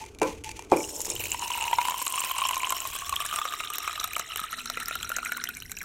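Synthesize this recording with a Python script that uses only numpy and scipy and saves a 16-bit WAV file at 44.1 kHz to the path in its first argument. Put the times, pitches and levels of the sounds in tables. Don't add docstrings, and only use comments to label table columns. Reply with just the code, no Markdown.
import sys
import numpy as np
from scipy import signal
from scipy.fft import rfft, irfft
from scipy.io import wavfile
from scipy.ndimage import map_coordinates

SR = 44100
rng = np.random.default_rng(int(sys.argv[2]) if len(sys.argv) > 2 else 0)


def output_pcm(signal):
    pcm = np.clip(np.atleast_2d(signal).T, -1, 1) * 32767
    wavfile.write(sys.argv[1], SR, np.round(pcm).astype(np.int16))


def invert_db(level):
    return 10 ** (np.asarray(level, dtype=float) / 20)


N = 257741
TIME = np.arange(N) / SR
COVER_S = 1.29

# (time [s], peak level [dB])
PLOPS = [(1.324, -34), (1.345, -20), (1.416, -49), (1.503, -20.5), (1.605, -24), (1.624, -41), (1.653, -25),
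         (1.679, -27), (1.712, -21.5), (1.73, -13), (1.785, -13), (1.814, -25), (1.832, -29), (1.851, -20),
         (1.883, -18.5), (1.907, -22.5), (1.92, -17.5), (1.942, -21), (1.976, -33), (2.015, -26.5),
         (2.053, -36), (2.068, -18), (2.102, -44), (2.137, -25), (2.177, -19.5), (2.204, -22), (2.238, -20),
         (2.273, -25), (2.296, -24), (2.312, -20.5), (2.362, -41), (2.384, -20), (2.418, -16), (2.452, -17),
         (2.49, -25), (2.509, -16.5), (2.544, -30), (2.567, -18), (2.632, -21), (2.67, -22), (2.704, -22),
         (2.723, -15.5), (2.767, -28), (2.818, -26.5), (2.852, -24), (2.932, -31), (2.962, -29),
         (3.02, -26.5), (3.064, -50), (3.093, -25), (3.125, -19), (3.139, -20), (3.17, -32), (3.221, -26),
         (3.203, -21), (3.249, -23), (3.311, -48)]
# (time [s], peak level [dB])
DRIBBLES = [(3.3388, -21.5), (3.36, -32), (3.5234, -32), (3.5366, -23), (3.895, -24), (3.7453, -35),
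            (3.8033, -27.5), (3.8439, -23), (3.96, -39), (4.0114, -22.5), (4.32, -37), (3.909, -29),
            (4.3936, -24), (4.438, -25.5), (3.977, -26.5), (4.5284, -24), (4.592, -29), (4.8026, -25.5),
            (4.8817, -30), (5.03, -32), (5.0457, -25.5), (5.1172, -18.5), (5.229, -28.5), (5.2594, -27.5),
            (5.2934, -28), (5.471, -44), (5.622, -37), (3.929, -28), (5.697, -49)]
# (time [s], peak level [dB], thump level against the peak [dB])
DRIPS = [(3.326, -18.5, -39), (3.3865, -15, -37), (3.415, -19, -31), (3.453, -14.5, -19),
         (3.4778, -27.5, -28), (3.6042, -18, -23), (3.7022, -25.5, -18), (3.7835, -21, -28),
         (3.8766, -13, -30), (4.043, -21, -17), (4.1649, -14.5, -19), (4.197, -16, -21),
         (4.3588, -20.5, -19.5), (4.4148, -27.5, -12), (4.658, -27, -27), (4.7, -17, -18),
         (4.772, -20, -14), (4.91, -23.5, -12), (4.9547, -23, -23), (5.0102, -27, -22), (5.1014, -22, -13),
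         (5.1673, -25, -15), (5.1846, -19, -16), (5.3192, -21.5, -17), (5.367, -25.5, -21),
         (5.438, -27, -22), (5.488, -26, -25), (5.7186, -39, -29), (5.815, -31.5, -27)]
# (time [s], pitch [Hz])
AIR_NOTE = [(1.2, 970), (1.6, 924), (1.9, 996), (2.15, 1048), (2.65, 1035), (2.95, 1081), (3.3, 1212),
            (3.9, 1238), (4.43, 1275), (4.7, 1350), (5.45, 1441), (5.84, 1620)]
# (time [s], flow level [dB], break-up into spray [dB])
FLOW = [(0.74, -55, -27), (0.78, -47.5, 6.5), (1.11, -40, 1.5), (1.28, -38.5, 1.5), (1.8, -36.5, -1.5),
        (2.02, -40, 3.5), (2.37, -37, -0.5), (2.9, -42, 1.5), (3.99, -43, -2.5), (4.15, -46.5, -2),
        (4.4, -45, -3), (5.13, -46, -0.5), (5.34, -49, -2), (5.6, -53, -2), (5.84, -64, 3)]
# (pitch [Hz], level [dB], time to fall 60 dB [s])
LEVER = [(308.2, 1, 0.36), (351.6, 12, 0.14), (428, 10.5, 0.063), (482, 3, 0.32), (570, 8.5, 0.25),
         (863, 5.5, 0.17), (1040, -29, 0.21), (2400, -33, 0.11)]


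def column(swell_db):
    # (pitch [Hz], level [dB], time to fall 60 dB [s])
    wall_notes = [(702.3, -22.5, 0.069), (921, -19, 0.063), (1374, -13.5, 0.032)]
    pitch = np.interp(TIME, *np.transpose(AIR_NOTE))
    pushes = invert_db(swell_db) * patter(count=1600, spread_db=4)
    small = unit(resonate(pushes, pitch * (1 + 0.012 * wobble(45)), t60=0.044))

    shallow = [(s, db, -60 + rng.standard_normal()) for s, db in (*PLOPS, *DRIBBLES)]
    s, db, thump_db = np.transpose([*shallow, *DRIPS])
    a, b = rng.standard_normal((len(s), 2)).T
    hz = np.interp(s, TIME, pitch)
    hz = hz * (1 + (0.04 - 0.006 * s) * a)
    ring_s = 0.026 * invert_db(3.7 * b + 0.67 * (s - 4.5))
    big = rings(s, db + 4.5, hz, ring_s, attack=0.0013, size=2400)
    upper = rings(s, db - 10 + 3 * b, 2 * hz * (1 + 0.097 * b), 0.024)

    thump = rings(s, db + thump_db + 8, 600 * (1 + 0.24 * a), 0.017)
    for wall_hz, wall_db, t60 in wall_notes:
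        vary_db = 3 * rng.standard_normal(len(s)) - 4.3 * abs(s - 2.92) + 0.6
        thump += rings(s, db + wall_db + vary_db, wall_hz, t60, size=2400)
    slap = rings(s, db - 12.5, 2960 * (1 + 0.2 * b), 0.054, attack=0.00005, size=100)
    return invert_db(stream()[0]) * small + big + upper + thump + slap


def bubbles(swell_db):
    # (time [s], peak level [dB], pitch [Hz])
    base_splats = [(.7368, -23.5, 2400), (.772, -24.5, 2380), (.805, -28, 2300), (.8406, -25.5, 2840),
                   (1.163, -19.5, 3020), (1.2382, -22, 2540), (1.255, -21, 2430)]
    # (time [s], peak level [dB], pitch [Hz])
    bubble_chirps = [(1.3165, -19, 2680), (1.5004, -25, 2670), (1.5176, -16.5, 2980), (1.611, -19, 2820),
                     (1.64, -17, 2750), (1.68, -15.5, 2700), (1.7298, -18, 3070), (1.7847, -30, 2360),
                     (1.8144, -17.5, 2460), (2.0672, -17.5, 2880), (2.1408, -17.5, 2830),
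                     (2.1825, -17, 2840), (2.2188, -19, 2900), (2.313, -24, 2800), (2.384, -18, 2840),
                     (2.4168, -20, 2900), (2.439, -14.5, 2970), (2.4632, -17, 3120), (2.4906, -14.5, 2790),
                     (2.6037, -22, 2360), (2.632, -18, 2300), (2.6453, -12.5, 2900), (2.6982, -22, 2950),
                     (3.0937, -24, 3000), (3.1636, -11, 3180), (3.213, -18.5, 3000), (3.289, -23, 3050),
                     (3.312, -23, 3080), (3.36, -22, 2900), (3.487, -19.5, 3640), (3.601, -19.5, 2620),
                     (3.674, -19.5, 3700), (3.882, -22, 2390), (3.997, -17, 3860), (4.041, -18, 3850),
                     (4.1349, -22, 2430), (4.154, -19, 3000), (4.3596, -20, 2960), (4.6596, -29, 4100),
                     (4.6986, -20, 3900), (4.7728, -28, 2400), (4.8832, -30, 1860), (4.9095, -25, 2380),
                     (4.9535, -26, 3630), (5.0097, -30, 2450), (5.03, -18.5, 3230), (5.102, -36, 2290),
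                     (5.191, -24.5, 2400), (5.2584, -27, 1940), (5.2596, -20, 2380), (5.3197, -25, 2140),
                     (5.4, -27, 3980), (5.4384, -31, 1960), (5.473, -21, 3070), (5.622, -25, 2890),
                     (5.7716, -24.5, 2570), (5.813, -26, 2060), (5.806, -27, 2340), (5.821, -30, 1620),
                     (5.742, -40, 1610), (2.068, -18, 3900)]
    s, db, a, b = scatter(count=9000, spread_db=3.6)
    hz = 2900 * np.exp(0.307 * a)
    small = in_cup(rings(s, db * s / 3, hz, 16 * invert_db(3.4 * b) / hz, rise=0.21, size=450))
    wash = coloured(rng.standard_normal(N), [(1200, -20), (2000, -2), (4200, 13.5), (5000, -13.5)])
    wash = in_cup(wash)
    third = unit(resonate(small, 3.137 * np.interp(TIME, *np.transpose(AIR_NOTE)), t60=0.0061))

    s, db, hz = np.transpose([*base_splats, *bubble_chirps])
    afloat = s > 1.0
    ring_s = np.where(afloat, 34, 55) / hz
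    hz = np.where(afloat, 0.949, 1) * hz
    big = rings(s, db + 1.5, hz, ring_s, rise=0.46 * afloat[:, None], attack=0.00036)
    return invert_db(stream()[1] + swell_db) * (small + invert_db(-6.5) * third + invert_db(-14.5) * wash) + big


def fizz(swell_db):
    # (time [s], peak level [dB],
    # centre pitch [Hz])
    film_bursts = [(0.7648, -22, 8100), (0.8312, -24, 6800), (0.9635, -20, 7200), (1.0044, -17, 6960),
                   (1.0162, -19, 6700), (1.0544, -14, 6700), (1.1012, -9.5, 7100), (1.24, -20, 7200),
                   (1.3054, -27, 7100), (1.318, -10.5, 7100), (1.3942, -17.5, 6800), (1.4784, -20.5, 6100),
                   (1.5065, -26, 5960), (1.61, -18, 7700), (1.6404, -22, 6370), (1.6702, -21, 9000),
                   (1.879, -23, 7300), (1.896, -23, 7200), (2.0645, -24, 7430), (2.079, -14, 7200),
                   (2.1237, -16, 9050), (2.158, -14.5, 8900), (2.1956, -16, 8300), (2.3823, -14.5, 7900),
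                   (2.4112, -18, 8510), (2.4709, -26, 7900), (2.4868, -14.5, 7520), (2.5572, -17.5, 6150),
                   (2.597, -19, 9000), (2.6942, -15, 7100), (2.7214, -20, 7950), (2.8032, -14.5, 7450),
                   (2.8995, -33, 6000), (2.9883, -21, 8070), (3.0761, -30, 5930), (3.094, -17, 8900),
                   (3.1514, -32, 7360), (3.1614, -31, 5400),
                   (0.7697, -19, 11120), (1.0162, -18, 11400), (1.115, -19, 10100), (1.153, -18, 13100),
                   (1.2218, -33, 12500), (1.2382, -19.5, 9750), (1.3041, -25, 12100), (1.446, -23, 9800),
                   (1.5061, -25, 9700), (1.7146, -23, 12000), (1.8988, -16.5, 12000), (1.9815, -17, 12400),
                   (2.0274, -19, 12500), (2.0524, -19, 11800), (2.065, -13.5, 11100), (2.098, -19, 9510),
                   (2.1242, -20, 11300), (2.194, -29, 10200), (2.2719, -22, 14400), (2.3193, -18, 11400),
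                   (2.385, -18, 11400), (2.427, -19, 15000), (2.4713, -17, 11500), (2.489, -16, 11100),
                   (2.5113, -16, 11500), (2.5788, -16, 11400), (2.7046, -10.5, 11900), (2.723, -18, 11400),
                   (2.8416, -25, 13400), (2.873, -15, 12900), (3.094, -18, 12400), (3.159, -16, 12000),
                   (3.2028, -20, 11600), (3.2626, -16.5, 10500), (3.303, -40, 10900),
                   (3.253, -17, 8100), (3.36, -14, 8500), (3.7016, -20, 8140), (3.736, -18, 12000),
                   (3.756, -16.5, 14000), (3.7832, -12, 12400), (3.9295, -30, 6100), (4.0, -15.5, 5840),
                   (4.0414, -11, 11600), (4.133, -18.5, 14200), (4.1633, -16.5, 7500), (4.195, -15.5, 6460),
                   (4.359, -20, 12600), (4.401, -19, 11300), (4.6572, -25, 6050), (4.7, -20, 5580),
                   (4.801, -24.5, 8550), (4.858, -20.5, 5170), (4.883, -15, 11900), (4.954, -20, 11800),
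                   (5.029, -19.5, 7400), (5.093, -16, 11900), (5.165, -13.5, 6430), (5.2496, -19, 7700),
                   (5.321, -17, 11900), (5.3713, -17.5, 14300), (5.4397, -13.5, 5670), (5.57, -23.5, 9200),
                   (5.7168, -17.5, 7430), (5.768, -25, 5630), (5.55, -28, 5900), (5.602, -27.5, 5600),
                   (5.662, -35.5, 5440), (5.787, -23, 7150),
                   (3.831, -23, 12100), (4.0757, -24, 12000), (4.146, -24, 12300),
                        (4.1814, -22, 11600), (4.373, -15.5, 12800), (4.4473, -30, 12200),
                        (4.8312, -23, 10700), (5.3567, -36, 15400), (5.4271, -43, 10600),
                        (5.4896, -16.5, 12800), (5.6236, -29, 11900), (5.696, -32, 9600),
                        (5.8156, -24, 15100), (5.83, -27, 10900)]
    # (pitch [Hz], level [dB], time to fall 60 dB [s], growth [dB/s])
    slosh_notes = [(5540, -2, 0.033, 2.5), (7360, -1.5, 0.0083, 0), (8680, -1.5, 0.014, 1),
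                   (10500, -8.5, 0.016, 3.5), (12250, -1.5, 0.01, 1)]
    _, _, fizz_db, mist_db = stream()
    s, db, a, b = scatter(count=5500, spread_db=4.5)
    hz = 7500 * np.exp(0.27 * a)
    grains = in_cup(rings(s, db, hz, 28 * invert_db(3 * b) / hz, rise=0.12, attack=0.0002, size=220))
    hiss = in_cup(rng.standard_normal(N))

    cross = np.zeros(N)
    for note_hz, note_db, t60, grows in slosh_notes:
        s, db, _, _ = scatter(count=900, spread_db=5)
        flicks = puffs(s, db, t60=0.0048)
        moving_hz = note_hz * (1 + 0.011 * (TIME - 3) + 0.0035 * TIME * wobble(30))
        cross += invert_db(note_db + grows * (TIME - 3) + 3 * wobble(9)) * unit(resonate(flicks, moving_hz, t60))

    s, db, a, _ = scatter(count=3200, spread_db=4)
    fine = a > 0
    ticks = puffs(s[fine], db[fine], t60=0.0041)
    mist = unit(coloured(ticks, [(10500, -23), (12300, -7), (13700, 11), (15300, 8)]))
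    ticks = puffs(s[~fine], db[~fine], t60=0.0091)
    mist += unit(coloured(ticks, [(7000, -20), (11000, -17.5), (15500, -26.5)]))

    s, db, hz = np.transpose(film_bursts)
    tone = rings(s, db + 0.5, hz, 40 / hz, rise=0.17, attack=0.000078, size=500)
    drop_s, drop_db = drops()
    crack = puffs(np.r_[s, drop_s], np.r_[db, drop_db - 4.5], t60=0.019)
    crack = in_cup(crack) * np.std(crack)

    spray = invert_db(-5) * grains + invert_db(-8.5 - 2.9 * (TIME - 2.5)) * hiss + invert_db(-9.5) * cross
    spray = invert_db(fizz_db + swell_db) * spray
    mist = invert_db(mist_db + swell_db + 2.8 * wobble(8)) * mist
    return spray + mist + tone + invert_db(-12) * crack


def plastic(swell_db):
    running_db = swell_db - 120 * (TIME < FLOW[0][0])
    since = TIME - COVER_S
    base_db = running_db - 46.5 + 3 * np.minimum(since, 0) - 30 * covered() - 5.5 * since
    wall_db = running_db - 56 - 4.5 * abs(TIME - 2.92)
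    drive = patter(count=1200, spread_db=6.5)
    base = sum(invert_db(note_db) * unit(resonate(drive, hz, t60)) for hz, note_db, t60 in LEVER)
    base = coloured(base, [(1050, 0), (1250, -30), (2100, -22), (2400, 0)])
    wall = resonate(drive, 700 * (1 + 0.037 * wobble(20)), t60=0.06)
    return invert_db(base_db) * unit(base) + invert_db(wall_db) * unit(wall)


def drops():
    return np.transpose([row[:2] for row in (*PLOPS, *DRIBBLES, *DRIPS)])


def covered():
    return np.clip((TIME - COVER_S) / 0.055, 0, 1)


def stream():
    flow_db, spray_db = curves(FLOW)
    over_db = flow_db + 44
    column_db = -46.5 + 2.03 * over_db + 2 * (TIME - 3)
    column_db += -11.5 * (1 - covered())
    column_db += 3 * (TIME > 5.1)
    break_up_db = 0.63 * over_db + spray_db
    mist_db = -58.5 + 4 * break_up_db + 3.5 * (TIME - 3)
    return column_db, flow_db - 1.5, break_up_db - 44.5, mist_db


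def churn():
    blows = np.bincount(np.round(drops()[0] * SR).astype(int), minlength=N)
    stir = signal.lfilter([1], [1, -np.exp(-1 / 0.0023 / SR)], blows)
    chance_db = 3 * np.tanh((2 * wobble(22.03) + 8.4 * wobble(50)) / 3)
    return chance_db + 8 * np.minimum(stir, 1)


def patter(count, spread_db):
    s, db, a, _ = scatter(count, spread_db)
    pushes = np.bincount((s * SR).astype(int), np.sign(a) * invert_db(db), N)
    return coloured(pushes, [(150, -38), (600, -11.5), (900, -4.5), (1600, -1), (4000, -15.5)])


def in_cup(x):
    # (frequency [Hz], gain [dB])
    bare_colour = [(880, -58), (1500, -49), (2970, -24.5), (3350, -18), (4800, -24), (5260, -1.5),
                   (6050, -6), (6820, -1), (13800, -18.5), (16000, -41), (16500, -83)]
    # (frequency [Hz], gain [dB])
    shallow_colour = [(880, -16.5), (1500, -22.5), (1890, -18.5), (2850, -6), (3450, -11), (3970, -6.5),
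                      (4660, -14), (7390, 0), (9790, -6), (11600, -13), (15400, -29), (16000, -64),
                      (16500, -0.5)]
    # (frequency [Hz], gain [dB])
    deep_colour = [(880, -8), (1500, 6.5), (1950, 4), (3120, -2), (3410, -6), (4010, 7.5), (4760, -14),
                   (5470, 3), (8680, 1.5), (9500, -10.5), (12300, 5), (15400, -1.5), (16500, -41)]
    wet = np.clip((TIME - 1.02) / 0.18, 0, 1)
    full = np.clip((TIME - 2.4) / 2.8, 0, 1)
    out = np.sqrt(1 - wet) * unit(coloured(x, bare_colour))
    out += np.sqrt(wet * (1 - full)) * unit(coloured(x, shallow_colour))
    return out + np.sqrt(full) * unit(coloured(x, deep_colour))


def knocks():
    # (time [s], ring level [dB], push level [dB])
    blow_events = [
        (.216, -10, -9.5),
        (0.7203, -8.5, 4.5),
        (1.08, -29, -35),
    ]
    # (frequency [Hz], gain [dB])
    rattle_colour = [(59, -50), (100, -11), (570, 1.5), (691, -10), (1010, -1.5), (1800, -25.5),
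                     (2370, -13), (3400, -30), (7770, -30), (16000, -40)]
    # (pitch [Hz], level [dB], time to fall 60 dB [s])
    rim_notes = [(304, 1.5, 0.38), (340, -18, .25), (443, 7, 0.26), (477, -3, 0.49), (787, -12, 0.13),
                 (860, 1, 0.11), (1006, 8, 0.13), (1360, -5, .12), (1530, -6, 0.13), (2140, -21, 0.19),
                 (2550, -24, .1)]
    s, ring_db, push_db = np.transpose(blow_events)
    rattle = puffs(s, ring_db, t60=0.25)
    out = invert_db(-13.5) * unit(coloured(rattle, rattle_colour)) * np.std(rattle)
    out -= rings(s, push_db, 748, 0.012, attack=0.00077)
    out += rings(s, push_db - 10, 351, 0.11, attack=0.0067, size=3000)
    for at, db, notes in zip(s, ring_db, (rim_notes, LEVER, LEVER[:4])):
        for hz, note_db, t60 in notes:
            flutter = 1 + 0.12 * wobble(40)
            out -= rings(at, db + note_db - 17.5, hz, t60, size=16000) * flutter
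    return out


def fingers():
    # (time [s], peak level [dB], hollow level against the peak [dB])
    finger_ticks = [(0.0144, -38, 8), (0.04, -41, 13), (0.051, -41, -15), (0.062, -38, -3),
                    (0.148, -42, -16), (0.187, -35, -31), (.198, -40, -35), (0.2169, -22, 12),
                    (0.23, -22.5, -20), (0.438, -33, -28), (0.4438, -27, -8), (0.462, -36, -9),
                    (0.4915, -28, 0), (0.5144, -31.5, -21), (0.568, -36, -25), (0.5923, -29, 7),
                    (0.623, -37.5, 2), (0.648, -45, -20), (0.6998, -39.5, -21), (0.7162, -27, 7)]
    # (frequency [Hz], gain [dB])
    skin_colour = [(760, -123), (1300, -23), (1850, -8.5), (2440, -1.5), (3760, -11.5), (4680, -11.5),
                   (5200, -12.5), (6350, -6), (7670, -10), (10700, -14), (16000, -33)]
    hollow = resonate(rng.standard_normal(N), 870 * (1 + 0.0058 * wobble(27.5)), t60=0.044)
    hollow = unit(resonate(hollow, 875, t60=0.072))
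    rustle = unit(coloured(rng.standard_normal(N) * invert_db(3.3 * wobble(91.1)), skin_colour))
    rustle = coloured(rustle, [(6000, 1), (10000, -4), (14000, 3)])

    s, db, hollow_db = np.transpose(finger_ticks)
    ticks = puffs(s, db - 0.5, t60=0.016)
    ticks = unit(coloured(ticks, skin_colour)) * np.std(ticks)
    ticks += rings(s, db + hollow_db, 900, 0.017) + rings(s, db - 17, 2374, 0.19)
    hollow = strokes(column_at=2, fade_db_per_s=322) * hollow
    return hollow + strokes(column_at=3, fade_db_per_s=138) * rustle + ticks


def strokes(column_at, fade_db_per_s):
    # (time [s], length [s], hollow level [dB], rustle level [dB])
    finger_strokes = [
        (0, 0.019, -37.5, -46),
        (0.224, 0.058, -44, -42.5),
        (0.458, 0.029, -44.5, -46),
        (0.567, 0.022, -55, -52),
        (0.718, 0.018, -47, -47),
    ]
    rows = np.array(finger_strokes)
    since = TIME - rows[:, :1]
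    grip = np.clip(since / 0.019 + 1, 0, 1)
    fade_db = fade_db_per_s * np.maximum(since - rows[:, 1:2], 0)
    return np.sum(grip * invert_db(rows[:, column_at, None] - fade_db), axis=0)


def kitchen(x):
    # (frequency [Hz], time to fall 60 dB [s])
    tile_echo = [(200, 0.32), (1500, 0.21), (10000, 0.029)]
    hz, t, z = signal.stft(rng.standard_normal(SR // 2), SR, nperseg=256)
    fading = z * invert_db(-60 * t / along(tile_echo, hz)[:, None])
    tail = signal.istft(fading, SR, nperseg=256)[1]
    return signal.fftconvolve(np.pad(x, (250, 0)), tail / np.linalg.norm(tail))[:N]


def house():
    # (time [s], rumble level [dB], drone level [dB])
    house_levels = [
        (0.0, -51, -53.5),
        (0.81, -48.5, -50.5),
        (2.07, -57, -61),
        (5.84, -53.5, -60.5),
    ]
    # (frequency [Hz], gain [dB])
    rumble_colour = [(12, -43), (22, -2), (38, 0), (81, -1), (200, -16.5), (260, -66), (440, -120)]
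    # (frequency [Hz], gain [dB])
    drone_colour = [(88, -38.5), (150, -12), (193, -13), (281, -0.5), (441, 0.5), (539, -13.5), (1200, -18),
                    (1560, -20), (2640, -120)]
    rumble_db, drone_db = curves(house_levels)
    rumble = unit(coloured(rng.standard_normal(N), rumble_colour))
    rumble *= invert_db(rumble_db + 3 * wobble(4.115) + 1.4 * wobble(25))
    floor = rings(0.15, -43, 80.3, 2.9, attack=0.17, size=18000) * (TIME < 0.74)
    drone = unit(coloured(rng.standard_normal(N), drone_colour)) * invert_db(drone_db + 1.8 * wobble(4.5))
    hum = coloured(rng.standard_normal(N), [(110, -37), (155, 3.5), (200, -4.5), (250, 9.5), (300, -30)])
    return rumble + floor + drone + invert_db(-57.5) * unit(hum) * (TIME > 4.52)


def rings(s, db, hz, t60, rise=0., attack=0.0011, size=1400):
    s, db, hz, t60 = (np.reshape(v, (-1, 1)) for v in np.broadcast_arrays(s, db, hz, t60))
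    t = np.arange(size) / SR
    wave = np.sin(2 * np.pi * hz * t * (1 + rise * t / t60 / 2))
    wave *= hz * (1 + rise) < SR / 2.3
    wave *= invert_db(db - 60 * t / t60) * (1 - np.exp(-t / attack))
    at = np.round(s * SR).astype(int) + np.arange(size)
    return np.bincount(at.ravel(), wave.ravel(), N + size)[:N]


def puffs(s, db, t60):
    blows = np.bincount(np.round(np.asarray(s) * SR).astype(int), invert_db(db), N)[:N]
    return rng.standard_normal(N) * signal.lfilter([1], [1, -invert_db(-60 / t60 / SR)], blows)


def resonate(drive, hz, t60):
    turn = np.exp(2j * np.pi * np.cumsum(np.broadcast_to(hz, N)) / SR)
    return np.imag(signal.lfilter([1], [1, -invert_db(-60 / t60 / SR)], drive / turn) * turn)


def coloured(x, spectrum):
    gain = invert_db(along(spectrum, np.fft.rfftfreq(4096, 1 / SR)))
    c = irfft(np.log(gain + 1e-6))
    c[1:2048] *= 2
    c[2049:] = 0
    return signal.fftconvolve(x, irfft(np.exp(rfft(c))))[:N]


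def scatter(count, spread_db):
    u = rng.random((count, 2))
    size_db = np.minimum(-spread_db * np.log(1 - u[:, 1]), 3.42 * spread_db)
    return u[:, 0] * N / SR, size_db, *rng.standard_normal((count, 2)).T


def wobble(rate):
    return map_coordinates(rng.standard_normal(int(N * rate / SR) + 4), [TIME * rate])


def curves(rows):
    s, *cols = np.transpose(rows)
    return [np.interp(TIME, s, c, left=-120) for c in cols]


def along(points, hz):
    f, v = np.transpose(points)
    return np.interp(np.log(hz + 1), np.log(f + 1), v)


def unit(x):
    return x / np.sqrt(np.mean(x ** 2) + 1e-20)


def scene():
    swell_db = churn()
    water = column(swell_db) + plastic(swell_db) + bubbles(swell_db) + fizz(swell_db)
    blows = knocks()
    room = kitchen(invert_db(-19.5) * water + invert_db(-12.5) * blows)
    return (water + blows + fingers() + room + house())[None]


def band_limit(x):
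    return signal.sosfilt(signal.butter(12, 16800, fs=SR, output="sos"), x)


def record(dry):
    band = signal.ellip(10, 0.5, 45, 15900, fs=SR, output="sos")
    return band_limit(signal.sosfilt(band, dry))


dry = scene()
out = record(dry)
output_pcm(out)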